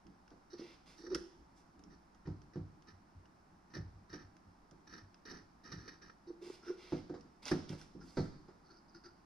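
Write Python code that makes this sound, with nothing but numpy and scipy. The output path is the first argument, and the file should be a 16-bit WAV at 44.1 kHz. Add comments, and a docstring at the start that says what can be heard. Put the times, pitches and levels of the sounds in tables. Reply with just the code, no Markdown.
"""Heavy shears cut a thick leather strap on a wooden bench in a quiet workshop.
First, tearing fibres crunch and ring the blades, the lower blade judders on the bench, the steel snaps
shut (1.1 s). Small bites, pivot ticks and thumps of the bench lead to a run of cuts (3.7-6.3 s).
The blade judders again; strap and sleeves slide as the hands regrip. The shears knock hard on the bench
(6.9-8.2 s) and the last fibres snap (7.5 s). At the end, bare edges rasp over faint air and rumble."""
import sys
import numpy as np
from scipy import signal
from scipy.fft import rfft, irfft, next_fast_len
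from scipy.io import wavfile
from scipy.ndimage import uniform_filter1d

SR = 44100
rng = np.random.default_rng(int(sys.argv[2]) if len(sys.argv) > 2 else 0)


def materialize(psi):
    """Save the field psi as 16-bit PCM at rate SR to the path in sys.argv[1].

    A 1-D psi becomes a single channel; in a 2-D psi each row is a channel.
    """
    bounded = np.clip(np.atleast_2d(psi).T, -1, 1)
    quanta = np.round(bounded * 32767).astype(np.int16)
    wavfile.write(sys.argv[1], SR, quanta)


N = 407925
TIME_S = np.arange(N) / SR

# Event levels are ahead of each source's gains and filters.
# edges bite the strap: start_s, length_s, ring_db, crunch_rel_db
BITES = [(0.5, .045, -61, -1), (0.58, 0.032, -61.5, -10), (0.968, 0.1, -60.5, -2), (1.098, 0.069, -58, 1.5),
         (1.9, 0.038, -70, 4), (2.25, 0.024, -75, 14.5), (2.533, 0.011, -68.5, 8.5),
         (2.868, 0.025, -65, 6.5), (3.7, 0.018, -71, 5), (3.735, 0.034, -58, 9), (4.099, 0.12, -66, 8.5),
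         (4.868, 0.042, -63.5, 5), (4.918, 0.072, -63.5, 7), (5.252, 0.12, -58.5, 7),
         (5.634, 0.095, -60, 6), (5.708, 0.23, -63, 5), (6.012, 0.069, -65, 6), (6.265, 0.028, -68, -12)]
# fibre bundles break: start_s, ring_db, crunch_rel_db, decay_s
SNAPS = [(0.532, -61, -12, 0.0073), (1.0652, -55, 5, 0.0059), (2.8824, -65, 7.5, 0.015),
         (3.7375, -58.5, 5, 0.013), (3.75, -49.5, 3, 0.0036), (3.769, -57, 0, 0.0087),
         (4.0958, -63.5, 4, 0.027), (4.129, -50.5, 3, 0.0047), (4.137, -57.5, 9, 0.01),
         (4.1554, -56.5, 7, 0.005), (4.8732, -58.5, 4, 0.0052), (4.936, -59, 4.5, 0.016),
         (4.9812, -52.5, 4, 0.0031), (5.253, -53, 3.5, 0.0092), (5.2972, -54.5, 2, 0.014),
         (5.3103, -59.5, -2, 0.014), (5.6362, -61, -2, 0.006), (5.6497, -59, 5, 0.0029),
         (5.7172, -52, 5, 0.018), (5.8784, -51, 4, 0.011), (5.89, -66, 17, 0.0047),
         (6.0197, -61.5, 6, 0.015), (6.096, -68, 18, 0.0062), (7.5164, -48.5, 17, 0.0066)]
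# edge rubs on edge: start_s, length_s, squeak_db, low_ring_rel_db, squeak_hz
RASPS = [(6.624, 0.046, -68.5, 10, 5290), (6.672, 0.028, -61, 11.5, 5350), (7.998, 0.03, -67, 7.5, 5200),
         (8.073, .035, -62.5, -21, 4650), (8.163, .014, -56.5, -10, 4400), (8.185, 0.028, -54, -21, 4360),
         (8.635, 0.13, -72.5, 3, 4600), (8.702, 0.0062, -66, 3.5, 4500), (8.77, 0.0069, -67.5, -4, 4680),
         (8.88, 0.025, -71.5, -3, 4900), (8.933, 0.045, -75, 7, 4680), (8.947, 0.0036, -58.5, 1.5, 4770),
         (9.036, .008, -59, 4.5, 4760), (9.049, 0.019, -61.5, 5.5, 4750)]
# steel hits steel: start_s, level_db, body_rel_db, ring_rel_db
CLICKS = [(0.068, -67, 6, 9), (0.279, -67, 8, 4), (0.305, -64, 0, -8), (1.1468, -32, -4, 4),
          (1.154, -53, 14, -16), (1.793, -59, -12, -8), (1.838, -59, -16, -11), (2.1473, -64.5, -12, 10),
          (2.418, -69.5, 10, -5), (2.823, -68, 10, -9), (3.256, -69.5, 12, -12), (4.367, -62, 3, -6),
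          (4.711, -56, -3, -5), (5.144, -61, 2, -13), (7.2094, -59, -8, -8), (7.4542, -38.5, -12, -8),
          (7.4753, -52, -5, -9), (7.4813, -37.5, -15, -8), (7.693, -45.5, -15, 1), (7.814, -53.5, 5, 9)]
# bright tails of the loud snaps: start_s, level_db
SNAP_TAILS = [(1.147, -55), (7.514, -58)]
# shears hit the bench: start_s, level_db, bass_rel_db, crack_rel_db
KNOCKS = [(0.312, -53.5, -30, -11), (2.256, -50, -1, -32), (2.272, -38, -1, -18.5),
          (2.557, -35.5, -2, -23.5), (3.764, -43.5, 2.5, -15), (4.133, -42, -10.5, -21),
          (4.713, -56, -2.5, -12.5), (5.31, -50.5, -9.5, -7.5), (5.72, -54, 8, -11),
          (6.922, -27.5, -11.5, -20), (7.096, -34.5, -13.5, -22), (7.14, -48, -8, -5),
          (7.513, -24.5, -8.5, -16), (7.699, -41, 1, -17), (7.724, -56, 3, 1), (7.949, -47, -4, -32),
          (8.171, -30, -15, -10.5), (8.184, -25.5, -6, -33), (8.482, -52.5, -34, -7.5)]
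# bench flexes: start_s, level_db, pitch_hz
THUMPS = [(1.129, -50.5, 60), (1.384, -53, 60.5), (2.254, -42.5, 81), (2.294, -38.5, 96.7),
          (2.374, -49, 100), (2.595, -38.5, 98.2), (2.921, -51.5, 94.4), (3.151, -46, 90), (3.502, -62, 96),
          (3.782, -37, 105.3), (3.833, -40.5, 90.5), (3.939, -45.5, 95.4), (4.103, -52, 92),
          (4.23, -49, 96), (4.458, -53, 91), (5.02, -49.5, 96.5), (5.412, -59, 98), (5.76, -44.5, 107),
          (6.952, -47, 108.6), (7.714, -47, 102.4), (8.193, -36, 112)]
# blade skids on the bench: start_s, level_db, pitch_hz, swell_s
JUDDERS = [(0.528, -40, 365, 0.014), (0.594, -36, 308, 0.0027), (0.604, -39.5, 312, 0.015),
           (0.638, -48, 345, 0.0092), (0.982, -50.5, 322.7, 0.022), (1.034, -40.5, 334.7, 0.011),
           (1.065, -37.5, 332, 0.012), (1.102, -31, 356, 0.022), (1.124, -43, 365.6, 0.0099),
           (1.15, -30.5, 333.6, 0.0069), (1.173, -40, 342, 0.0094), (6.268, -42, 343.6, 0.018),
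           (6.299, -36.5, 346.6, 0.0085), (6.413, -41.5, 337.8, 0.016), (6.458, -42, 349.3, 0.013),
           (6.498, -32, 366.3, 0.0041), (6.653, -42, 335, 0.044), (6.692, -30.5, 360, 0.011)]
# strap and sleeves slide: start_s, length_s, level_db, treble_rel_db
SLIDES = [(0.565, 0.17, -66.5, -13.5), (0.855, 0.076, -68, -7.5), (0.965, 0.051, -87, 6),
          (1.555, 0.045, -80, -0.5), (6.41, 0.14, -65, -7), (6.64, 0.086, -69, -11),
          (6.765, 0.22, -65, -12.5), (7.42, 0.032, -62.5, -8), (7.457, 0.04, -50.5, -9),
          (7.682, 0.05, -63.5, -7), (7.775, 0.057, -69.5, -4), (8.015, 0.24, -75.5, -0.5)]
# hands lean on the bench: start_s, length_s, level_db
LEANS = [(0.041, 0.053, -60.5), (1.07, 0.13, -58), (1.357, .07, -65.5), (1.74, 0.2, -60.5),
         (3.173, 0.12, -71), (7.936, 0.14, -57)]

# modes of blades and bench top: freq_hz, level_db, t60_s
BLADE_MODES = [(1280, 10.5, 0.03), (1480, 9, .04), (1600, -10, 0.23), (1920, 10.5, 0.063),
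               (4140, -6, 0.067), (4260, -23, .03), (4770, -40, 0.017), (5270, -11, 0.03), (5550, 0, 0.036),
               (10480, -18, 0.068)]
BENCH_MODES = [(93.9, -19.5, 0.37), (149.4, -4, 0.21), (181.7, -4, 0.14), (248.6, -14, 0.22),
               (299.2, -4.5, 0.14), (355.3, 4, 0.07), (433.5, -13.5, 0.098), (493.5, -12.5, 0.098),
               (569, -25.5, 0.27), (642, -26, .2), (741, -29, 0.23), (889, -24, 0.1)]

# spectral shapes: freq_hz, gain_db
LEATHER_EQ = [(80, -17), (180, -5), (250, -8), (340, 1), (470, -11), (700, -15), (1130, -17), (1300, 1),
              (1470, 4), (1650, -0.5), (1950, -5), (2400, -15), (3300, -17), (5000, -33), (12000, -60)]
BLADE_EQ = [(2000, -33), (3000, -19), (3950, -10.5), (4350, -3.5), (5100, -6), (5850, -4.5), (6500, -26.5),
            (7500, -31.5), (10000, -31), (14000, -41)]
SQUEAK_EQ = [(2000, -45), (3700, -12), (4300, 0.5), (5300, 3), (6000, 7), (6600, -20), (10000, -7),
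             (14000, -22)]
LOW_RING_EQ = [(200, -12.5), (340, 3.5), (600, -35), (1220, -21), (1390, 4), (1540, -9.5), (1900, -22.5),
               (2500, -29), (9000, -53)]
CLICK_EQ = [(300, -15), (900, -12), (1350, 5.5), (1900, -8), (2600, -1), (4300, -5.5), (5400, 7),
            (6300, -1), (7200, -15), (10200, -19), (12000, -40), (14500, -41)]
SNAP_TAIL_EQ = [(300, -25), (1000, -12), (1380, 9), (1700, 1), (2400, -14), (3200, -15), (4300, -7),
                (5350, 7), (6100, -5), (7000, -20), (10200, -14), (11500, -28), (14500, -36)]
WOOD_CRACK_EQ = [(150, 3.5), (350, 11), (600, 3.5), (830, 1), (1100, -4.5), (1400, -2), (2000, -12.5),
                 (2800, -25.5), (5000, -14), (8000, -32.5), (14000, -92)]
CLOTH_EQ = [(100, -10), (300, 6), (550, 0), (1300, 2), (2500, 1), (3800, -1), (5400, 0), (6300, -7),
            (7500, -20), (12000, -45)]
CLOTH_TREBLE_EQ = [(3000, -35.5), (5500, 6.5), (7500, -1), (10000, -5), (12500, -16.5), (15000, -31)]
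AIR_EQ = [(25, -5.5), (60, -4), (120, -9), (200, -4), (320, -15), (490, -15.5), (800, -6.5), (1300, -11.5),
          (2000, -21), (3300, -31.5), (5400, -26.5), (7200, -35.5), (10000, -38), (14000, -49.5)]
HARD_CONTACT_EQ = [(1000, 13), (2000, -2), (4200, -20), (5400, 4), (7000, 18), (14000, 14)]
SCRAPE_EQ = [(100, -32), (240, -7), (350, 2), (460, 0.5), (700, -23.5), (1400, -20), (3000, -56),
             (9000, -73)]
RUMBLE_EQ = [(25, -11.5), (50, 0.5), (100, -12.5), (125, -15), (170, 1), (230, -4), (320, -1.5),
             (450, -14), (900, -54.5), (3000, -79)]

# room decay: freq_hz, t60_s
ROOM_T60 = [(100, 0.84), (400, 0.43), (1500, 0.57), (5000, 0.8), (12000, 0.43)]
# left-right likeness of diffuse sound: freq_hz, coherence_ratio
COHERENCE = [(100, 0.96), (330, 0.72), (600, 0), (1500, 0), (5000, 0.63), (12000, 0.1)]
# microphone port balance: freq_hz, left_minus_right_db
PORT_BALANCE = [(100, 0), (350, -2), (520, -4), (800, -0.9), (2000, -0.4), (3800, -0.5), (4600, -3.5),
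                (5700, -13.5), (6600, 2), (8000, -2), (13000, -1.5)]
# microphone port phase: freq_hz, left_lead_rad
PORT_LEAD = [(0, 0.24), (430, 0.049), (1210, 0.82), (1890, 0.3), (3360, 0.49), (4740, 0.1), (5250, 0),
             (5770, 1.62)]


def cutting():
    """Fibres break singly and in bundles; each break crunches in the leather and rings the blades."""
    bites = strokes(BITES, rise_share=0.061, sag_db=-0.5, fall_s=0.031) * amp([[-4.5], [-3.5]])
    fibres = bites * grains(rate_hz=1100, spread_db=0.5)
    bundles, t = np.zeros((2, N)), np.arange(SR // 12) / SR
    for start_s, ring_db, crunch_rel_db, decay_s in SNAPS:
        add(bundles, start_s, amp([[ring_db], [ring_db + crunch_rel_db]]) * np.exp(-t / decay_s))
    ring, crunch = fibres + bundles * grains(rate_hz=4000, spread_db=2)
    steel = colour(ring, BLADE_EQ) + amp(-12) * blade_ring(ring + amp(-9) * crunch)
    return space(steel + colour(crunch, LEATHER_EQ), near_db=2.5, room_db=-12)


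def blade_ring(blows):
    """Blows excite the damped modes of the steel."""
    t = np.arange(SR // 4) / SR
    ring = sum((-1) ** k * amp(db - 60 * t / t60_s) * np.sin(2 * np.pi * hz * t)
               for k, (hz, db, t60_s) in enumerate(BLADE_MODES))
    return signal.oaconvolve(blows, ring / np.linalg.norm(ring))[:N]


def rasping():
    """Bare edges stick and slip; the squeak's pitch moves with the contact point."""
    squeak_gain, low_gain = strokes(RASPS, rise_share=0.12, sag_db=-1, fall_s=0.019)
    start_s, *_, squeak_hz = np.transpose(RASPS)
    slips = grains(rate_hz=1200, spread_db=0)
    band = resonate(slips, np.interp(TIME_S, start_s, squeak_hz), width_hz=300)
    squeak = squeak_gain * unit_rms(colour(band, SQUEAK_EQ))
    return space(squeak + colour(low_gain * slips, LOW_RING_EQ), near_db=-7, room_db=-12)


def clicks():
    """The blades catch at the pivot or snap shut: brief chatter, then a ring in the high modes."""
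    blows, impulses, t = np.zeros(N), np.zeros(N), np.arange(SR // 30) / SR
    body_lowpass = signal.butter(1, 3000, fs=SR)
    for start_s, db, body_rel_db, ring_rel_db in CLICKS:
        chatter = rng.choice([-1, 1], len(t)) * np.exp(-t / 0.0018)
        body = signal.lfilter(*body_lowpass, chatter)
        add(blows, start_s, amp(db) * (chatter + (amp(body_rel_db) - 1) * body))
        add(impulses, start_s, amp([db + ring_rel_db]))
    ring = amp(18) * colour(blade_ring(impulses), HARD_CONTACT_EQ)
    return space(amp(3.5) * colour(blows, CLICK_EQ) + ring, near_db=-6, room_db=-10, near_s=0.006)


def snap_tails():
    """A loud snap's bright flash and its noisy, shimmering tail in the room."""
    tail_t60_s, flash_t60_s, flash_rel_db = 0.49, 0.035, 20
    gain, t = np.zeros(N), np.arange(SR // 2) / SR
    decay = amp(-60 * t / tail_t60_s) + amp(flash_rel_db - 60 * t / flash_t60_s)
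    for start_s, db in SNAP_TAILS:
        add(gain, start_s, amp(db) * decay)
    return colour(diffuse_noise(N) * gain, SNAP_TAIL_EQ)


def knocks():
    """A blow swings the bench modes; things lying on top chatter in a short woody crack."""
    boards, crack, t = np.zeros(N), np.zeros(N), np.arange(SR // 2) / SR
    build_up = 1 - np.exp(-t / 0.0082)
    for start_s, db, bass_rel_db, crack_rel_db in KNOCKS:
        for hz, mode_db, t60_s in BENCH_MODES:
            weight_db = bass_rel_db + 5.5 if hz < 220 else 0
            swing = np.sin(2 * np.pi * (hz * rng.uniform(1, 1.015) * t + rng.random()))
            add(boards, start_s, amp(db + mode_db + weight_db - 60 * t / t60_s) * build_up * swing)
        add(crack, start_s, amp(db + crack_rel_db) * np.exp(-t / 0.022) * rng.standard_normal(len(t)))
    return (amp(3) * space(boards, near_db=-15.5, room_db=-9.5)
            + amp(7) * space(colour(crack, WOOD_CRACK_EQ), near_db=-12, room_db=-3))


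def thumps():
    """The pushed bench top gives and swings back, its frame lower, its next mode higher."""
    frame_ratio, overtone_hz = 0.62, 150.6
    sound, t = np.zeros(N), np.arange(SR // 2) / SR
    swell = (1 - np.exp(-t / 0.014)) * np.exp(-t / 0.035)
    overtone = amp(-13) * np.sin(2 * np.pi * overtone_hz * t)
    for start_s, db, hz in THUMPS:
        top = np.sin(2 * np.pi * hz * t)
        frame = amp(-6.5) * np.sin(2 * np.pi * frame_ratio * hz * t)
        add(sound, start_s, amp(db + 1.5) * swell * (top + frame + overtone))
    return sound


def judders():
    """The lower blade sticks and slips near the bench's strongest mode, in short wavering swells."""
    power, t = np.zeros(N), np.arange(SR // 6) / SR
    for start_s, db, _, swell_s in JUDDERS:
        progress = t / max(swell_s, 0.003)
        add(power, start_s, amp(2 * db) * (progress * np.exp(1 - progress)) ** 4)
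    start_s, _, pitch_hz, _ = np.transpose(JUDDERS)
    waver = 0.03 * unit_rms(uniform_filter1d(rng.standard_normal(N), SR // 200))
    cycles = np.cumsum(np.interp(TIME_S, start_s, pitch_hz) * (1 + waver)) / SR
    scrape = amp(-12.5) * colour(grains(rate_hz=1500, spread_db=5), SCRAPE_EQ)
    skid = np.sqrt(power) * (np.sin(2 * np.pi * cycles) + scrape)
    return amp(-2.5) * space(skid, near_db=-22, room_db=-9.5)


def sliding():
    """Strap and canvas sleeves rub in a dense fine grain, each slide with its own brightness."""
    body_gain, treble_gain = strokes(SLIDES, rise_share=0.13, sag_db=-2.5, fall_s=0.029)
    rub = grains(rate_hz=4100, spread_db=-2)
    body = amp(5) * colour(body_gain * rub, CLOTH_EQ)
    treble = amp(6) * colour(treble_gain * rub, CLOTH_TREBLE_EQ)
    return space(body + treble, near_db=-2.5, room_db=-5.5)


def bench_rumble():
    """The bench rumbles under resting and leaning hands, with each bite and after each knock."""
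    rest_db, shake_decay_s, shake_db_per_db = -70, 0.19, 0.19
    lean, _ = strokes([(*row, 0) for row in LEANS], rise_share=0.17, sag_db=0, fall_s=0.04)
    _, bite = strokes(BITES, rise_share=0.17, sag_db=0, fall_s=0.03)
    power = amp(rest_db) ** 2 + lean ** 2 + (amp(-7) * bite) ** 2
    t = np.arange(SR) / SR
    hardest_db = max(row[1] for row in KNOCKS)
    for start_s, db, bass_rel_db, _ in KNOCKS:
        shake_db = -60 + shake_db_per_db * (db + bass_rel_db - hardest_db)
        add(power, start_s, (amp(shake_db) * np.exp(-t / shake_decay_s)) ** 2)
    return colour(diffuse_noise(N) * np.sqrt(power), RUMBLE_EQ)


def room_air():
    """Still workshop air: faint steady noise."""
    return amp(-67) * unit_rms(colour(diffuse_noise(N), AIR_EQ))


def space(x, near_db, room_db, near_s=0.0034):
    """Direct sound, quick scatter off the bench and its clutter, then the room tail."""
    t = np.arange(SR // 2) / SR
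    near = diffuse_noise(len(t)) * np.exp(-t / near_s) * (t > 0.0005)
    hz, frame_s, spectra = signal.stft(diffuse_noise(len(t)), SR, nperseg=256)
    spectra *= amp(-60 * frame_s / curve_at(ROOM_T60, hz)[:, None])
    tail = signal.istft(spectra, SR, nperseg=256)[1][:, :len(t)] * (1 - np.exp(-t / 0.0037))
    response = (amp(near_db) * unit_rms(near) + amp(room_db) * unit_rms(tail)) / np.sqrt(len(t))
    response[:, 0] += 1
    return signal.oaconvolve(x * np.ones((2, 1)), response / np.linalg.norm(response[0]), axes=1)[:, :N]


def strokes(rows, rise_share, sag_db, fall_s):
    """Two gain curves, at db and db + rel_db: swell, sagging hold, release."""
    gains = np.zeros((2, N))
    for start_s, length_s, db, rel_db, *_ in rows:
        t = np.arange(0, length_s + 8 * fall_s, 1 / SR)
        swell = 1 - np.exp(-t / (rise_share * length_s))
        sag = amp(sag_db * np.minimum(t / length_s, 1))
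        release = np.exp(-np.maximum(t - length_s, 0) / fall_s)
        add(gains, start_s, amp([[db], [db + rel_db]]) * swell * sag * release)
    return gains


def grains(rate_hz, spread_db):
    """Random impulses of tiny breaks or slips; spread_db varies their size."""
    size = amp(spread_db * np.minimum(rng.exponential(1, N), 4))
    return unit_rms(size * rng.choice([-1, 1], N) * (rng.random(N) < rate_hz / SR))


def diffuse_noise(size):
    """Stereo noise, its sides most alike in the bass."""
    left, other = rfft(rng.standard_normal((2, size)))
    coherence = np.clip(curve_at(COHERENCE, np.fft.rfftfreq(size, 1 / SR)), 0, 1)
    right = coherence * left + np.sqrt(1 - coherence ** 2) * other
    return irfft(np.array([left, right]), size)


def colour(x, eq, size=4096):
    """Minimum-phase filter of unit energy: rings after a blow, never before."""
    log_gain = np.log(amp(curve_at(eq, abs(np.fft.fftfreq(size, 1 / SR)))))
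    ring = np.fft.ifft(np.exp(np.conj(signal.hilbert(log_gain)))).real[:size // 2]
    return signal.oaconvolve(np.atleast_2d(x), ring[None] / np.linalg.norm(ring), axes=1)[:, :x.shape[-1]]


def resonate(x, hz, width_hz):
    """Unity-gain resonance following the curve hz."""
    carrier = np.exp(2j * np.pi * np.cumsum(hz) / SR)
    pole = np.exp(-np.pi * width_hz / SR)
    return 2 * (carrier * signal.lfilter([1 - pole], [1, -pole], x / carrier)).real


def curve_at(points, hz):
    """Interpolates on a log-frequency axis."""
    point_hz, value = np.transpose(points)
    return np.interp(np.log(hz + 1), np.log(point_hz + 1), value)


def add(mix, start_s, sound):
    """Mixes a sound in at start_s."""
    part = mix[..., max(round(start_s * SR), 0):][..., :sound.shape[-1]]
    part += sound[..., :part.shape[-1]]


def amp(db):
    """Decibels to gain."""
    return 10 ** (np.asarray(db) / 20)


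def unit_rms(x):
    """Scales to rms 1."""
    return x / np.sqrt(np.mean(x ** 2) + 1e-20)


def scene():
    """Shears, bench and background, heard from just above the bench."""
    shears = cutting() + rasping() + clicks() + snap_tails()
    bench = knocks() + thumps() + judders()
    return shears + bench + sliding() + bench_rumble() + room_air()


def record(dry):
    """Two microphone ports, the right slightly late and resonant in the treble; then a low-pass."""
    cutoff_hz = 14600
    size = next_fast_len(N + SR // 10)
    hz = np.fft.rfftfreq(size, 1 / SR)
    balance_db, lead_rad = curve_at(PORT_BALANCE, hz), curve_at(PORT_LEAD, hz)
    gains = amp([balance_db / 2, -balance_db / 2])
    ports = gains / gains.mean(0) * np.exp([0.5j * lead_rad, -0.5j * lead_rad])
    heard = irfft(rfft(dry, size) * ports, size)[:, :N]
    lowpass = signal.firwin(511, cutoff_hz, window=("kaiser", 9), fs=SR)
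    return signal.oaconvolve(heard, lowpass[None], "same")


dry = scene()
out = record(dry)
materialize(out)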